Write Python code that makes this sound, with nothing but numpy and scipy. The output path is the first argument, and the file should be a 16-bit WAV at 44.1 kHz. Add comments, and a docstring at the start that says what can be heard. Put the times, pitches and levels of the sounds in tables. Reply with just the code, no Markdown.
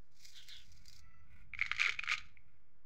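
"""A dry rustle over low rumble: fingers gather cloves on paper, sliding the heap and snapping a pinch together.
The hand rubs softly on its way to a stiff card, while one faint far-off tone swells and fades.
Then the pinch trickles down: each clove ticks, knocks and briefly rings the card,
and smaller ones patter in between. All is heard close up, with a faint echo from the walls."""
import sys
import numpy as np
from scipy import signal
from scipy.fft import rfft, irfft, next_fast_len
from scipy.io import wavfile
from scipy.ndimage import uniform_filter1d

SR = 44100
rng = np.random.default_rng(int(sys.argv[2]) if len(sys.argv) > 2 else 0)


def wav_out(sig):
    """Save sig, one row per channel (or a flat mono array), as 16-bit PCM at SR to the path in sys.argv[1]."""
    wavfile.write(sys.argv[1], SR, np.round(np.clip(np.atleast_2d(sig).T, -1, 1) * 32767).astype(np.int16))


N = 125685
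T = np.arange(N) / SR
DETUNE = 0.048  # relative pitch spread from clove to clove

# dry, bright colour of clove rubbing on clove: freq_hz, gain_db
RUSTLE_EQ = [(700, -24), (1500, -19.5), (2100, 0.5), (2900, -13.5), (4400, 3.5), (7200, -4), (9500, -21),
             (12500, -17)]
# midrange knock of a clove on the card: freq_hz, gain_db
KNOCK_EQ = [(450, -30.5), (1040, -16.5), (1260, 5.5), (1750, 10), (2800, 5.5), (4200, -4), (8000, -57)]
# crisp tick of the same contact: freq_hz, gain_db
TICK_EQ = [(500, -34), (1500, -4), (3000, 5), (4200, 3), (5500, -6.5), (6600, -6), (9700, -35),
           (16000, -38)]


def amp(db):
    """Decibels to gain."""
    return 10 ** (np.asarray(db) / 20)


def unit(x):
    """Scale to rms 1."""
    return x / np.sqrt(np.mean(x ** 2))


def fader(points):
    """Gain over time from (time_s, level_db) points."""
    return amp(np.interp(T, *np.array(points).T))


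def colour(x, eq):
    """Minimum-phase EQ through (freq_hz, gain_db) points."""
    size = 2 * next_fast_len(len(x))
    hz, db = np.array(eq, float).T
    bin_hz = np.arange(size // 2 + 1) * SR / size
    gain = amp(np.interp(np.log(bin_hz + 1), np.log(hz), db))
    cepstrum = irfft(np.log(gain))
    cepstrum[1:size // 2] *= 2  # folded so that nothing rings ahead of a click
    cepstrum[size // 2 + 1:] = 0
    return irfft(rfft(x, size) * np.exp(rfft(cepstrum)))[:len(x)]


def resonate(x, hz, width_hz):
    """One resonance; the narrower it is, the longer it rings."""
    return signal.lfilter(*signal.iirpeak(hz, hz / width_hz, fs=SR), x)


def burst(t60_s, size):
    """Decaying noise of energy 1."""
    x = rng.standard_normal(size) * np.exp(-np.log(1000) * T[:size] / t60_s)
    return x / np.linalg.norm(x)


def contact(t60_s, chatter, size=2048):
    """A sharp touch followed by fine chatter."""
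    return signal.unit_impulse(size) + chatter * burst(t60_s, size)


def grains(per_s, spread_db):
    """Tiny contacts at random times and strengths."""
    sizes = amp(spread_db * np.minimum(rng.exponential(size=N), np.log(100)))
    return (rng.random(N) < per_s / SR) * sizes * rng.choice([-1, 1], N)


def flutter():
    """Quick random wavering of rms 1."""
    return unit(uniform_filter1d(rng.standard_normal(N), size=600))


def place(out, start_s, hit, level_db, hit_s=0.0045):
    """Drop in a hit with the energy of level_db held for hit_s."""
    i = int(start_s * SR)
    hit = hit / np.linalg.norm(hit) * np.sqrt(hit_s * SR) * amp(level_db)
    out[i:i + len(hit)] += hit[:N - i]


def background():
    """A bed of low rumble that swells and recedes under quiet, steady air."""
    # weight of the rumble: freq_hz, gain_db
    rumble_eq = [(80, 6), (160, -5), (300, -16)]
    # swell of the rumble: time_s, level_db
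    rumble_levels = [(.25, -73.5), (.75, -63.5), (1.2, -65), (1.38, -59.5), (2.25, -63.5), (2.7, -74.5)]
    # soft hiss of the air: freq_hz, gain_db
    air_eq = [(300, -4), (800, -13), (1400, -8), (3200, -24), (15000, -40.5)]
    lowpass = signal.butter(8, 235, fs=SR, output="sos")
    rumble = signal.sosfilt(lowpass, colour(rng.standard_normal(N), rumble_eq))
    air = colour(rng.standard_normal(N), air_eq)
    return unit(rumble) * fader(rumble_levels) + amp(-81.5) * unit(air)


def gathering():
    """Cloves rub together under the fingers in a dense rustle that flickers as they catch and slip."""
    # rise and fall of the rustle: time_s, level_db
    levels = [(.1, -92), (.17, -74.5), (.25, -60), (.33, -63.5), (.45, -68.5), (.49, -64.5), (.62, -72.5),
              (.83, -77), (.88, -73), (.98, -69), (1.05, -105)]
    rustle = unit(colour(grains(per_s=2600, spread_db=3), RUSTLE_EQ))
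    catch_db = 2.5 * flutter()
    return rustle * fader(levels) * amp(catch_db)


def hand():
    """Soft, grainy rubbing as the hand moves to the card."""
    # rise and fall of the rubbing: time_s, level_db
    levels = [(.1, -92), (.9, -74.5), (1.25, -82.5), (1.33, -69), (1.42, -70), (1.47, -86.5), (2.5, -81),
              (2.85, -96)]
    # muted colour of the rubbing: freq_hz, gain_db
    rub_eq = [(1000, -16), (1400, -5.5), (1700, -17.5), (2080, 4), (3000, -18), (10000, -33)]
    return unit(colour(grains(per_s=1500, spread_db=1.5), rub_eq)) * fader(levels)


def slides(width_hz=900, paper_db=-4.5):
    """The heap scrapes over the paper; its pitch sinks as it slows."""
    # pushes of the heap: start_s, rise_s, fall_s, level_db, start_hz, end_hz
    pushes = [(0.321, 0.059, 0.13, -57.5, 3940, 2700), (0.463, 0.055, 0.18, -54.5, 4140, 2300)]
    # papery rasp of the sheet: freq_hz, gain_db
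    paper_eq = [(600, -47), (1500, 8), (2200, 16), (2600, -3), (3200, 14), (14000, -38)]
    lowpass = signal.butter(2, width_hz / 2, fs=SR, output="sos")
    out = np.zeros(N)
    for start_s, rise_s, fall_s, level_db, start_hz, end_hz in pushes:
        friction = grains(per_s=1300, spread_db=-2.0)
        pitch_hz = np.interp(T, [start_s, start_s + rise_s + fall_s], [start_hz, end_hz])
        carrier = np.exp(2j * np.pi * np.cumsum(pitch_hz) / SR)
        scrape = (signal.sosfilt(lowpass, friction / carrier) * carrier).real  # a gliding band-pass
        paper = amp(paper_db) * unit(colour(friction, paper_eq))
        attack = np.clip((T - start_s) / rise_s, 0, 1)
        release = np.clip(1 - (T - start_s - rise_s) / fall_s, 0, 1) ** 2
        out += amp(level_db) * attack * release * (unit(scrape) + paper)
    return out


def snaps(clove_hz=4630, ring_db=5):
    """Single cloves snap past each other in the pinch, each ringing briefly at its own pitch."""
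    # slips in the pinch: start_s, level_db
    slips = [(0.4863, -50), (0.566, -58.5), (0.6, -65.5), (0.647, -76), (.718, -62), (0.725, -62.5),
             (0.7748, -66), (0.8567, -57.5), (0.8818, -52.5), (0.8976, -55.5), (0.9295, -55), (0.963, -57),
             (0.9918, -58.5)]
    out = np.zeros(N)
    for start_s, level_db in slips:
        snap = colour(contact(t60_s=0.022, chatter=1.9), RUSTLE_EQ)
        pitch_hz = clove_hz * (1 + 2 * DETUNE * rng.standard_normal())
        ring = amp(ring_db) * resonate(snap, pitch_hz, width_hz=230)
        place(out, start_s, snap + ring, level_db)
    return out


def far_tone(start_s=0.95, length_s=0.35, pitch_hz=662, flutter_db=4):
    """A faint far-off tone of near-steady pitch swells and fades; its partials flutter."""
    # overtones: harmonic_number, level_db
    partials = [(2, -74.5), (3, -73), (4, -84.5), (7, -92), (9, -91)]
    swell = np.sin(np.pi * np.clip((T - start_s) / length_s, 0, 1))
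    phase = 2 * np.pi * np.cumsum(pitch_hz * (1 + 0.0048 * flutter())) / SR
    return swell * sum(amp(db + flutter_db * flutter()) * np.sin(round(k) * phase) for k, db in partials)


def card(x, tuning=1, thud_hz=756, thud_db=-39.5):
    """The struck card rings briefly over a faint, broad, dull thud."""
    # close resonances of the card, each driving the next: pitch_hz, width_hz
    modes = [(2020, 480), (2220, 190), (2420, 780)]
    thud = amp(thud_db) * resonate(resonate(x, thud_hz, thud_hz), thud_hz, thud_hz)
    for pitch_hz, width_hz in modes:
        x = resonate(x, pitch_hz * tuning, width_hz)
    return x + thud


def drops():
    """Each landing clove rings the card at a slightly different pitch, knocks and ticks."""
    # cloves hitting the card: start_s, ring_db, knock_db, tick_db
    landings = [(1.5355, -39.5, -56, -74), (1.5484, -41, -52.5, -62.5), (1.5902, -37.5, -46, -54.5),
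                (1.6135, -26.5, -42.5, -58), (1.6225, -29.5, -41, -53.5), (1.651, -43, -50, -62.5),
                (1.6621, -39.5, -48, -44), (1.7148, -30.5, -29.5, -41), (1.729, -51, -45.5, -54.5),
                (1.748, -47.5, -53, -50.5), (1.7645, -44.5, -59.5, -45.5), (1.7833, -40, -51, -47.5),
                (1.7903, -39.5, -47, -56), (1.7976, -35.5, -44.5, -35.5), (1.804, -33, -37, -52.5),
                (1.8082, -37, -49.5, -40), (1.815, -24.5, -39, -50), (1.828, -36, -37.5, -41.5),
                (1.839, -30, -45, -48.5), (1.8501, -32, -38.5, -54), (1.8602, -27, -49.5, -48),
                (1.867, -35.5, -40.5, -45.5), (1.8863, -48, -39.5, -50.5), (1.893, -30, -48, -43),
                (1.8984, -39, -37, -43.5), (1.9251, -49.5, -53.5, -47), (1.9468, -51.5, -50.5, -54.5),
                (1.9904, -36.5, -54, -48.5), (1.9937, -33.5, -41.5, -51.5), (2.03, -50.5, -51, -68),
                (2.0363, -43.5, -39.5, -45), (2.0605, -45.5, -49.5, -52), (2.0754, -38, -39, -55.5),
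                (2.0888, -41.5, -35.5, -43), (2.0982, -33, -44.5, -55), (2.105, -38, -42, -47),
                (2.1138, -29, -37.5, -54), (2.1195, -37, -34, -55), (2.1378, -33.5, -40.5, -55.5),
                (2.152, -45.5, -60, -48.5), (2.1795, -48, -60.5, -41.5), (2.3712, -54, -81, -88)]
    out = np.zeros(N)
    for start_s, ring_db, knock_db, tick_db in landings:
        strike = contact(t60_s=0.0019, chatter=0.4)
        tuning = 1 + DETUNE * rng.standard_normal()
        place(out, start_s, card(strike, tuning), ring_db)
        place(out, start_s, colour(contact(t60_s=0.005, chatter=0.96), KNOCK_EQ), knock_db)
        place(out, start_s, colour(contact(t60_s=0.036, chatter=2.7), TICK_EQ), tick_db)
    return out


def flex(x):
    """The whole card flexes with a low, hollow note."""
    return resonate(x, hz=425, width_hz=28)


def linger(x):
    """A light ring hangs on after each landing."""
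    # narrow, lingering resonances: pitch_hz
    pitches = [900, 1238, 1388]
    return sum(resonate(x, hz, width_hz=41) for hz in pitches)


def patter(per_s=300, streams=10):
    """Small cloves bounce and tumble on the card, in streams that each have their own short clatter."""
    # surges of patter between the big cloves: time_s, level_db
    levels = [(1.56, -70), (1.6, -47.5), (1.77, -56.5), (1.81, -33.5), (1.9, -35), (1.965, -57),
              (2.06, -60), (2.125, -28), (2.17, -51.5), (2.33, -75.5)]
    tumble = np.zeros(N)
    for _ in range(streams):
        bounces = grains(per_s / streams, spread_db=-0.5)
        tumble += signal.fftconvolve(bounces, burst(t60_s=0.01, size=1024))[:N]
    ring = amp(-10) * unit(card(tumble))
    knock = amp(-10.5) * unit(colour(tumble, KNOCK_EQ))
    tick = amp(-8) * unit(colour(tumble, TICK_EQ))
    falling = (T > levels[0][0]) & (T < levels[-1][0])
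    return falling * fader(levels) * (ring + knock + tick)


def sag():
    """The card sags once with a hollow knock."""
    out = np.zeros(N)
    place(out, start_s=1.882, hit=flex(signal.unit_impulse(SR)), level_db=-56)
    return out


def cupped(x):
    """The cupped hand and the surface below colour the rustle with very near reflections."""
    return x + signal.fftconvolve(x, burst(t60_s=0.054, size=1024))[:N] / 2


def walls(x, onset_s=0.0063):
    """A short, soft wash of reflections from the walls."""
    # colour of the room: freq_hz, gain_db
    room_eq = [(200, -3), (1200, 5.5), (4000, 2.5), (16000, -11)]
    tail = amp(-17.5) * burst(t60_s=0.33, size=SR)
    fade_in = np.minimum(T[:SR] / onset_s, 1)
    return signal.fftconvolve(x, colour(tail * fade_in, room_eq))[:N]


def scene():
    """Close mono mix: handling and landings in the room, with the far tone and the rumble behind."""
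    landings = drops() + patter() + sag()
    trickle = landings + amp(-1.5) * flex(landings) + amp(1) * linger(landings)
    handling = cupped(gathering() + snaps() + slides() + hand())
    near = handling + trickle
    return (near + walls(near) + far_tone() + background())[None]


def record(dry, top_hz=15700, dc_offset=0.0057):
    """A steep cut of the highest treble, and a small steady offset."""
    lowpass = signal.ellip(8, .1, 60, top_hz, fs=SR, output="sos")
    return signal.sosfiltfilt(lowpass, dry + dc_offset)


dry = scene()
out = record(dry)
wav_out(out)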